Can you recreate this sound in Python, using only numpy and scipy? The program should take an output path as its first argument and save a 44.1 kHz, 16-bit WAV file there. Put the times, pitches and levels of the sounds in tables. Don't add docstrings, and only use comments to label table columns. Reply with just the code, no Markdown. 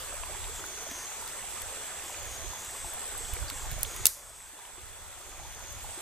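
import sys
import numpy as np
from scipy import signal
from scipy.fft import rfft, irfft
from scipy.io import wavfile
from scipy.ndimage import uniform_filter1d

SR = 44100
rng = np.random.default_rng(int(sys.argv[2]) if len(sys.argv) > 2 else 0)


def boost(x):
    u = np.asarray(x, float) / 20
    return 10 ** u


def generate_wav(signal):
    frames = np.transpose(np.atleast_2d(signal))
    scaled = np.clip(frames, -1, 1) * 32767
    pcm = np.round(scaled).astype(np.int16)
    wavfile.write(sys.argv[1], SR, pcm)


N = 265041
TIME = np.arange(N) / SR

# (frequency [Hz], level [dB per Hz])
CREEK_SPECTRUM = [(120, -5), (228, -8), (410, -10), (825, -2), (1800, -2.5), (2900, -5), (4700, -7.5),
                  (9900, -11), (13000, -11), (17000, -22)]


def evened(x):
    return x / np.sqrt(np.mean(x ** 2) + 1e-20)


def read(points, hz):
    f, value = np.transpose(points)
    return np.interp(np.log(hz + 1), np.log(f + 1), value)


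def add(mix, start_s, sound, pan_db):
    part = mix[:, round(start_s * SR):][:, :sound.shape[-1]]
    gain = boost(np.array([[pan_db], [-pan_db]]) / 2)
    part += (gain * sound)[:, :part.shape[1]]


def resonate(x, hz, width_hz):
    turn = np.exp(2j * np.pi * np.cumsum(hz * np.ones(N)) / SR)
    r = np.exp(-np.pi * width_hz / SR)
    return 2 * (turn * signal.lfilter([1 - r], [1, -r], x / turn)).real


def drift(rate_hz):
    return evened(np.interp(TIME * rate_hz, np.arange(1000), rng.standard_normal(1000)))


def ramp(from_s, length_s):
    return np.clip((TIME - from_s) / length_s, 0, 1)


def coloured(x, colour, size=1024):
    hz, t, z = signal.stft(x, SR, nperseg=size)
    z = z * boost(read(colour, hz))[:, None]
    return signal.istft(z, nperseg=size)[1][..., :N]


def echoed(x):
    # (frequency [Hz], t60 [s])
    banks_t60 = [(1000, 0.072), (3000, 0.11), (6000, 0.692), (12000, 0.41)]
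    length = SR // 2
    sparse = (rng.random((2, length)) < .06) * (np.arange(length) > 150)
    taps = rng.choice([-1., 1.], (2, length)) * sparse
    hz, t, z = signal.stft(taps, SR, nperseg=256)
    decay = boost(-60 * t / read(banks_t60, hz)[:, None])
    tail = signal.istft(z * decay, nperseg=256)[1]
    return signal.fftconvolve(x, tail / np.linalg.norm(tail[0]), axes=1)[:, :N]


def creek():
    level_db = -43.5 + 0.19 * drift(3.26)
    return boost(level_db) * (creek_wash() + boost(-5.5) * bubble_swarm()) + single_bubbles()


def creek_wash():
    # (frequency [Hz], left-right likeness [0-1])
    likeness = [(100, 0.23), (270, 0.64), (450, 0.57), (740, 1), (1220, 0.79), (2000, 0.93), (3300, 0.63),
                (5500, 0.1), (11000, 0.21), (15000, 0.13)]
    # (frequency [Hz], left lead [rad])
    left_lead = [(100, .01), (1120, 0.63), (2670, 1), (3450, 0.21), (5000, 0.91), (10000, .1)]
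    frames, hz = N // 128 + 5, np.fft.rfftfreq(512, 1 / SR)
    a, b, c, d, patches = rng.standard_normal((frames, 257, 5)).T
    patches = uniform_filter1d(patches, size=5, axis=0)
    patches = evened(uniform_filter1d(patches, size=16, axis=1))
    flicker = evened(uniform_filter1d(rng.standard_normal(frames), size=6))
    flicker = flicker * np.clip(hz / 9000, 0, 1)[:, None]
    same = np.clip(read(likeness, hz), -1, 1)[:, None]
    left = a + 1j * b
    right = same * left + np.sqrt(1 - same ** 2) * (c + 1j * d)
    right = right * np.exp(-1j * read(left_lead, hz))[:, None]
    level_db = read(CREEK_SPECTRUM, hz)[:, None] + 1.57 * patches + 0.83 * flicker
    z = np.array([left, boost(1.2) * right]) * boost(level_db)
    return evened(signal.istft(z, nperseg=512, noverlap=384)[1][:, :N])


def bubble(hz, turns, rise):
    u = np.arange(int(3 * turns * SR / hz)) * hz / SR / turns
    ring = np.sin(2 * np.pi * turns * (u + rise * u ** 2))
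    return ring * np.exp(-2 * u) * np.minimum(u * 8, 1) * 1.348


def bubble_swarm():
    swarm = np.zeros((2, N))
    for hz in np.geomspace(330, 2600, num=18):
        per_s = 40 * boost(7 * drift(9))
        size_db = 3.5 * np.minimum(rng.exponential(1, N), 3)
        train = boost(size_db) * (rng.random(N) < per_s / SR)
        pan_db, turns = rng.standard_normal(2)
        sound = signal.oaconvolve(train, bubble(hz, 9 + turns, 0.0967))[:N]
        add(swarm, 0, boost(read(CREEK_SPECTRUM, hz)) * sound, 2.0 * pan_db - 0.5)
    return evened(swarm)


def single_bubbles():
    # (time [s], peak [dB], pitch [Hz])
    large_bubbles = [(0.124, -28.5, 1210), (0.139, -32, 544), (0.296, -33.5, 574), (0.234, -26, 1010),
                     (0.269, -31.5, 950), (0.349, -29.5, 870), (0.494, -33, 424), (0.64, -24.5, 1410),
                     (1.44, -31, 734), (0.867, -30.5, 600), (0.912, -36, 262), (1.905, -32, 1590),
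                     (2.097, -31.5, 990), (2.533, -29.5, 940), (3.519, -38, 267), (3.367, -33, 450),
                     (2.693, -31, 1690), (2.749, -32, 1060), (2.845, -27.5, 820), (3.149, -29, 1090),
                     (3.428, -30, 1380), (3.509, -32, 1300), (3.778, -31, 580), (4.302, -31, 624),
                     (4.53, -40, 290), (4.779, -33, 349), (5.397, -29, 790), (5.45, -28.5, 840),
                     (5.844, -27.5, 805), (5.974, -33, 342.4)]
    # (time [s], peak [dB], pitch [Hz], pitch rise [fraction])
    bright_drips = [(0.2354, -30, 2735, 0.11), (0.4424, -29, 3700, 0.09), (1.427, -34.5, 2760, 0.1),
                    (1.9964, -33, 2580, 0.082), (2.1445, -28.5, 2510, 0.077), (3.2512, -30.5, 3420, 0.084),
                    (3.3667, -31, 2300, 0.086), (3.482, -30, 4750, 0.019), (3.4848, -31, 4730, .01),
                    (3.4885, -33, 4600, .01), (3.4915, -31, 4650, .01), (3.5018, -28, 4300, .02),
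                    (3.862, -32, 4100, .05), (3.4982, -29, 4260, 0.05), (3.8496, -24.5, 3550, 0.15),
                    (4.4039, -33, 2040, 0.11), (4.653, -29, 3370, 0.11), (5.3185, -34, 2460, 0.092)]
    out = np.zeros((2, N))
    for s, db, hz in large_bubbles:
        add(out, s, boost(db - 5.5) * bubble(hz, 7.1, 0.0506), -1.)
    for s, db, hz, rise in bright_drips:
        add(out, s, boost(db - 2) * bubble(hz * (1 - rise), 7.8, rise), -1.5)
    return out


def cicada():
    # (level [dB], shift [click periods])
    ribs = [
        (1.5, 0),
        (-1, .004),
        (-5, -.003),
        (-7, .006),
        (-2.5, -.002),
    ]
    body_hz, clicks_per_s, effort_db = cicada_phrase()
    turns = np.cumsum(clicks_per_s + 1.1 * drift(7)) / SR
    count = np.arange(1, int(turns[-1]))
    rib_db, shift = np.transpose(ribs)[:, count % len(ribs)]
    chance = rng.standard_normal((3000, 2))[:len(count)]
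    slack = np.clip((7700 - np.interp(count, turns, body_hz)) / 1400, 0, 1)
    jitter = (.003 + .011 * slack) * chance[:, 0]
    at = np.interp(count + shift + jitter, turns, np.arange(N))
    near = np.round(at).astype(int)[:, None] + np.arange(-8, 9)
    size = boost(rib_db + 2. * chance[:, 1])
    pulse = np.sinc(near - at[:, None]) * np.hanning(19)[1:-1]
    clicks = np.zeros(N + 9)
    np.add.at(clicks, near, size[:, None] * pulse)
    ring = clicks[:N]
    for _ in range(3):
        ring = resonate(ring, body_hz, 1400)
    ring = signal.sosfilt(signal.butter(6, 5650 / SR * 2, "high", output="sos"), ring)
    voice = evened(ring) * boost(effort_db + 0.63 * drift(25.4))
    hz, delay_s = np.fft.rfftfreq(N, 1 / SR), 62e-6
    late = irfft(rfft(voice) * np.exp(-2j * np.pi * hz * delay_s), N)
    pair = np.array([boost(0.2) * late, boost(2.0) * voice])
    return pair + boost(-4) * echoed(pair)


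def cicada_phrase():
    # (from [s], to [s], lowest body pitch [Hz], slack click rate [1/s])
    dips = [
        (.5, 1.201, 6220, 445),
        (2.04, 2.72, 6500, 442),
        (3.57, 4.251, 6600, 437),
        (5.17, 5.879, 6430, 450),
    ]
    # (time [s], level [dB])
    effort_points = [(0, -45), (.5, -46.5), (.9, -45), (1.2, -45), (1.9, -45.5), (2.2, -47), (2.8, -45.5),
                     (3.05, -42.5), (3.55, -47.5), (4.1, -47), (4.3, -45.5), (4.6, -47), (5.15, -47),
                     (5.35, -50), (5.68, -44), (5.78, -50), (5.9, -43.5), (6.02, -44)]
    slacken_s, tighten_s, dip_db = 0.23, 0.17, -2.
    taut_hz, sag_hz_per_s, first_taut_s = 8070, 400, -0.301
    taut_per_s, rate_sag_per_s2, quicken_s, rate_lag_s = 421.1, 2.2, .18, .07
    taut_s = TIME - first_taut_s
    for start, end, low_hz, slack_per_s in dips:
        taut_s = np.where(TIME > (start + end) / 2, np.maximum(TIME - end, 0), taut_s)
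    body_hz = taut_hz - sag_hz_per_s * taut_s
    clicks_per_s = taut_per_s - rate_sag_per_s2 * taut_s
    effort_db = np.interp(TIME, *np.transpose(effort_points))
    for start, end, low_hz, slack_per_s in dips:
        slack = ramp(start, slacken_s) - ramp(end - tighten_s, tighten_s)
        quick = ramp(start, quicken_s) - ramp(end + rate_lag_s - quicken_s, quicken_s)
        body_hz = body_hz + slack * (low_hz - body_hz)
        clicks_per_s = clicks_per_s + quick * (slack_per_s - clicks_per_s)
        effort_db = effort_db + dip_db * slack
    return body_hz, clicks_per_s, effort_db


def band(low_hz, high_hz):
    return signal.butter(2, [low_hz / SR * 2, high_hz / SR * 2], "band")


def fire():
    return fire_crackle() + fire_snaps()


def fire_crackle():
    # (time [s], peak [dB], left-right [dB], low part [dB])
    ticks = [(0.1411, -29, -0.5, -5), (0.6632, -26, -6, -2), (0.9118, -28, -4, 8),
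             (1.1134, -38, -0.5, -8.0), (1.276, -28.5, -0.5, 7), (1.6177, -22, -4, 0),
             (2.0368, -34, 0.0, -8.0), (2.2717, -45, 0.0, -8.0), (2.4159, -40, -1.0, -11),
             (2.6469, -29, 0.0, -0.5), (2.9352, -27, -1.5, -9), (3.0789, -39, -1.0, -8.0),
             (3.1774, -26, 0.0, -8.0), (3.3354, -22.5, -0.5, 2.5), (3.4995, -25, -2.0, 10.5),
             (3.5818, -41, 0.0, -8.0), (3.7134, -23.5, -4, 5), (3.7893, -32, -1.5, -3),
             (3.8086, -30, -3.5, -3), (3.9625, -25, 0.0, 0), (4.7122, -47, -1.0, -11),
             (5.1173, -36, 0.0, -8.0), (5.2924, -35, 0.0, -8.0), (5.5343, -41, -0.5, -8.0),
             (5.5947, -42, -1.0, -8.0), (3.73, -32, -1, 5), (5.7254, -29, -0.5, -5),
             (5.8366, -30, -1.0, -8.0)]
    out, t = np.zeros((2, N)), TIME[:2000]
    bright, body = band(7000, 14500), band(2000, 9000)
    envelope = boost(-60 * t / 0.0065) + boost(-8 - 60 * t / 0.027)
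    envelope = envelope * np.minimum(t / 0.00029, 1)
    for s, db, pan_db, low_db in ticks:
        burst = rng.standard_normal(2000) * envelope
        tick = signal.lfilter(*bright, burst) + boost(low_db - 5.5) * signal.lfilter(*body, burst)
        add(out, s + .0008, boost(db - 2.5) * tick, pan_db)
    size_db = 4 * np.minimum(rng.exponential(1, N), 2.5)
    fizz = boost(size_db) * (rng.random(N) < 90 / SR) * rng.choice([-1, 1], N)
    return out + boost(-31.5) * signal.lfilter(*bright, fizz)


def fire_snaps():
    snaps = [
        ((3.8316, -4, -3, -36, -20, .0002), [(3000, -25, .003), (5200, -21, .003), (7600, -7, .003), (9600, -1, .0025), (11600, -1, .0025), (13900, -4, .002)]),
        ((4.0552, 5.5, -1, -15, -15, .0005), [(1700, -27, .008), (2750, -17, .011), (3600, -15, .009), (4700, -16, .008), (5400, -13, .006), (6500, -5, .006), (8000, -4, .005), (8900, -10, .004), (9800, 2, .0045), (10800, -8, .003), (12300, -9, .003), (14400, -12, .004)]),
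        ((4.0671, 3.5, -1, -15, -14, .0006), [(1500, -25, .006), (3500, -16, .005), (5500, -12, .005), (7500, -1, .006), (8300, -7, .005), (9400, -4, .004), (11800, -17, .035), (12100, -1, .006), (14300, -9, .006)]),
    ]
    # (frequency [Hz], level [dB])
    echo_colour = [(500, -38), (2000, 1), (4000, -3), (7000, -2.5), (12000, 3.5), (15000, -6),
                   (18000, -20.5)]
    out, cracks, t = np.zeros((2, N)), np.zeros((2, N)), TIME[:2000]
    splinters = band(4500, 15000)
    for (s, db, pan_db, echo_db, grit_db, rise_s), modes in snaps:
        phase, grit = rng.standard_normal((2, 2, 2000))
        ring = np.zeros((2, 2000))
        for k, (hz, mode_db, t60_s) in enumerate(modes):
            angle = 2 * np.pi * hz * t + np.pi * k + .25 * phase[:, [k]]
            ring += boost(mode_db - 60 * t / t60_s) * np.sin(angle)
        ring += boost(grit_db - 60 * t / .02) * signal.lfilter(*splinters, grit + 1.5 * grit[0])
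        ring = ring * np.minimum(t / rise_s, 1) ** 2
        add(out, s, boost(db) * ring / abs(ring).max(), pan_db)
        add(cracks, s, boost(echo_db + 21) * np.ones(1), pan_db)
    return out + coloured(echoed(cracks), echo_colour, size=256)


def wind():
    # (time [s], peak [dB], left-right [dB], time to fall 10 dB [s])
    gusts = [(0.03, -54, 0, .15), (.2, -45.5, 1, 0.0963), (.35, -46, -1, .04), (.44, -45.5, 0, .06),
             (.54, -46, -14, 0.08), (.99, -59.5, 1, 0.2), (1.63, -49.5, -11.5, .08), (2.24, -54, -12, .07),
             (2.34, -52, -13, 0.24), (2.46, -47, -15, 0.0372), (2.84, -52, 12, .04),
             (2.955, -48, -12.5, 0.02), (3.16, -48.5, -13, 0.05), (3.25, -49, -12, .1),
             (3.335, -35.5, -3, 0.01), (3.42, -39.5, -2, .08), (3.56, -55, -14, 0.3),
             (3.715, -36.5, -4, 0.09), (3.79, -42, -7, 0.1), (4.02, -43, -6, 0.1046), (4.3, -47.5, 6, .07),
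             (4.42, -50.5, 6, 0.1), (4.85, -50.5, -10, 0.17), (5.04, -49, 8, .1), (5.25, -56, -2, 0.4),
             (5.39, -47.5, -9, 0.1), (5.49, -45, 2, .1), (5.63, -49, -2, 0.2), (5.77, -43, 5, 0.1),
             (5.88, -51, 5, .1)]
    # (frequency [Hz], level [dB per Hz])
    wind_colour = [(8, -33), (20, -0.5), (38, -1.5), (70, -2), (110, -10), (160, -22), (260, -29),
                   (500, -49)]
    lull_db, lull_pan_db = -62, -4
    side = np.array([[.5], [-.5]])
    gust_power = boost(lull_db + lull_pan_db * side) ** 2 * np.ones(N)
    for s, db, pan_db, fall_s in gusts:
        gust_db = db + np.clip(pan_db, -15, 15) * side - 10 * abs(TIME - s) / fall_s
        gust_power = gust_power + boost(gust_db) ** 2
    lumps = rng.standard_normal((2, N)) * boost(2.2 * np.array([drift(22), drift(22)]))
    return evened(coloured(lumps, wind_colour, size=4096)) * boost(4.5) * np.sqrt(gust_power)


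def chorus():
    # (frequency [Hz], width [Hz], level [dB], share common to both ports [0-1])
    far_insects = [
        (3431, 120, -55, 0),
        (6220, 920, -53, 0),
        (7170, 930, -57, 0.37),
        (8120, 2600, -47, 0),
    ]
    out = np.zeros((2, N))
    for hz, width_hz, db, same in far_insects:
        noise = rng.standard_normal((2, N))
        noise = noise + same * noise[::-1]
        fuzz = resonate(resonate(noise, hz, width_hz), hz, width_hz)
        out += boost(db + .9 * drift(6.5)) * evened(fuzz)
    return out


def scene():
    return creek() + cicada() + fire() + wind() + chorus()


def gain_control(dry):
    rest_db, duck_at_s, duck_db, duck_fall_s, recover_db_per_s = -1.13, 4.058, -10, 0.034, 4
    since_s = np.maximum(TIME - duck_at_s, 0)
    gain_db = rest_db + duck_db * (1 - np.exp(-since_s / duck_fall_s)) + recover_db_per_s * since_s
    return np.clip(dry * boost(gain_db), -1, 1)


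def limit_treble(x):
    # (from [s], to [s])
    joined_spells = [(.54, .61), (.905, 1.045), (2.04, 2.14), (2.265, 2.375), (2.585, 2.925),
                     (3.185, 3.335), (3.535, 3.665), (3.86, 4.04), (4.085, 4.49)]
    join_hz, quiet_top_hz, loud_top_hz = 4650, 15300, 16450
    hz, t, z = signal.stft(x, SR, nperseg=1024)
    mid = z.mean(0)
    band_power = uniform_filter1d(abs(np.array([*z, mid])) ** 2, size=9, axis=1) + 1e-20
    shared = mid * np.sqrt(band_power[:2].mean(0) / band_power[2])
    escapes = np.repeat(rng.random((57, len(t))) < .1, 9, axis=0)
    in_spell = sum((t > a) & (t < b) for a, b in joined_spells)
    joined = in_spell * (hz > join_hz)[:, None] * ~escapes
    top = band_power[2][(hz > quiet_top_hz) & (hz < loud_top_hz)].mean(0)
    ragged_hz = quiet_top_hz + 900 * (uniform_filter1d(rng.random(len(t)), size=4) - .55)
    kept = hz[:, None] < np.where(top > 60 * np.median(top), loud_top_hz, ragged_hz)
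    return signal.istft(np.where(joined, shared, z) * kept, nperseg=1024)[1][:, :N]


def top_cut(x):
    return signal.sosfilt(signal.butter(12, 16540, fs=SR, output="sos"), x)


def record(dry):
    x = gain_control(dry)
    x = x - .8 * resonate(x, 11700, 90)
    return top_cut(limit_treble(x))


dry = scene()
out = record(dry)
generate_wav(out)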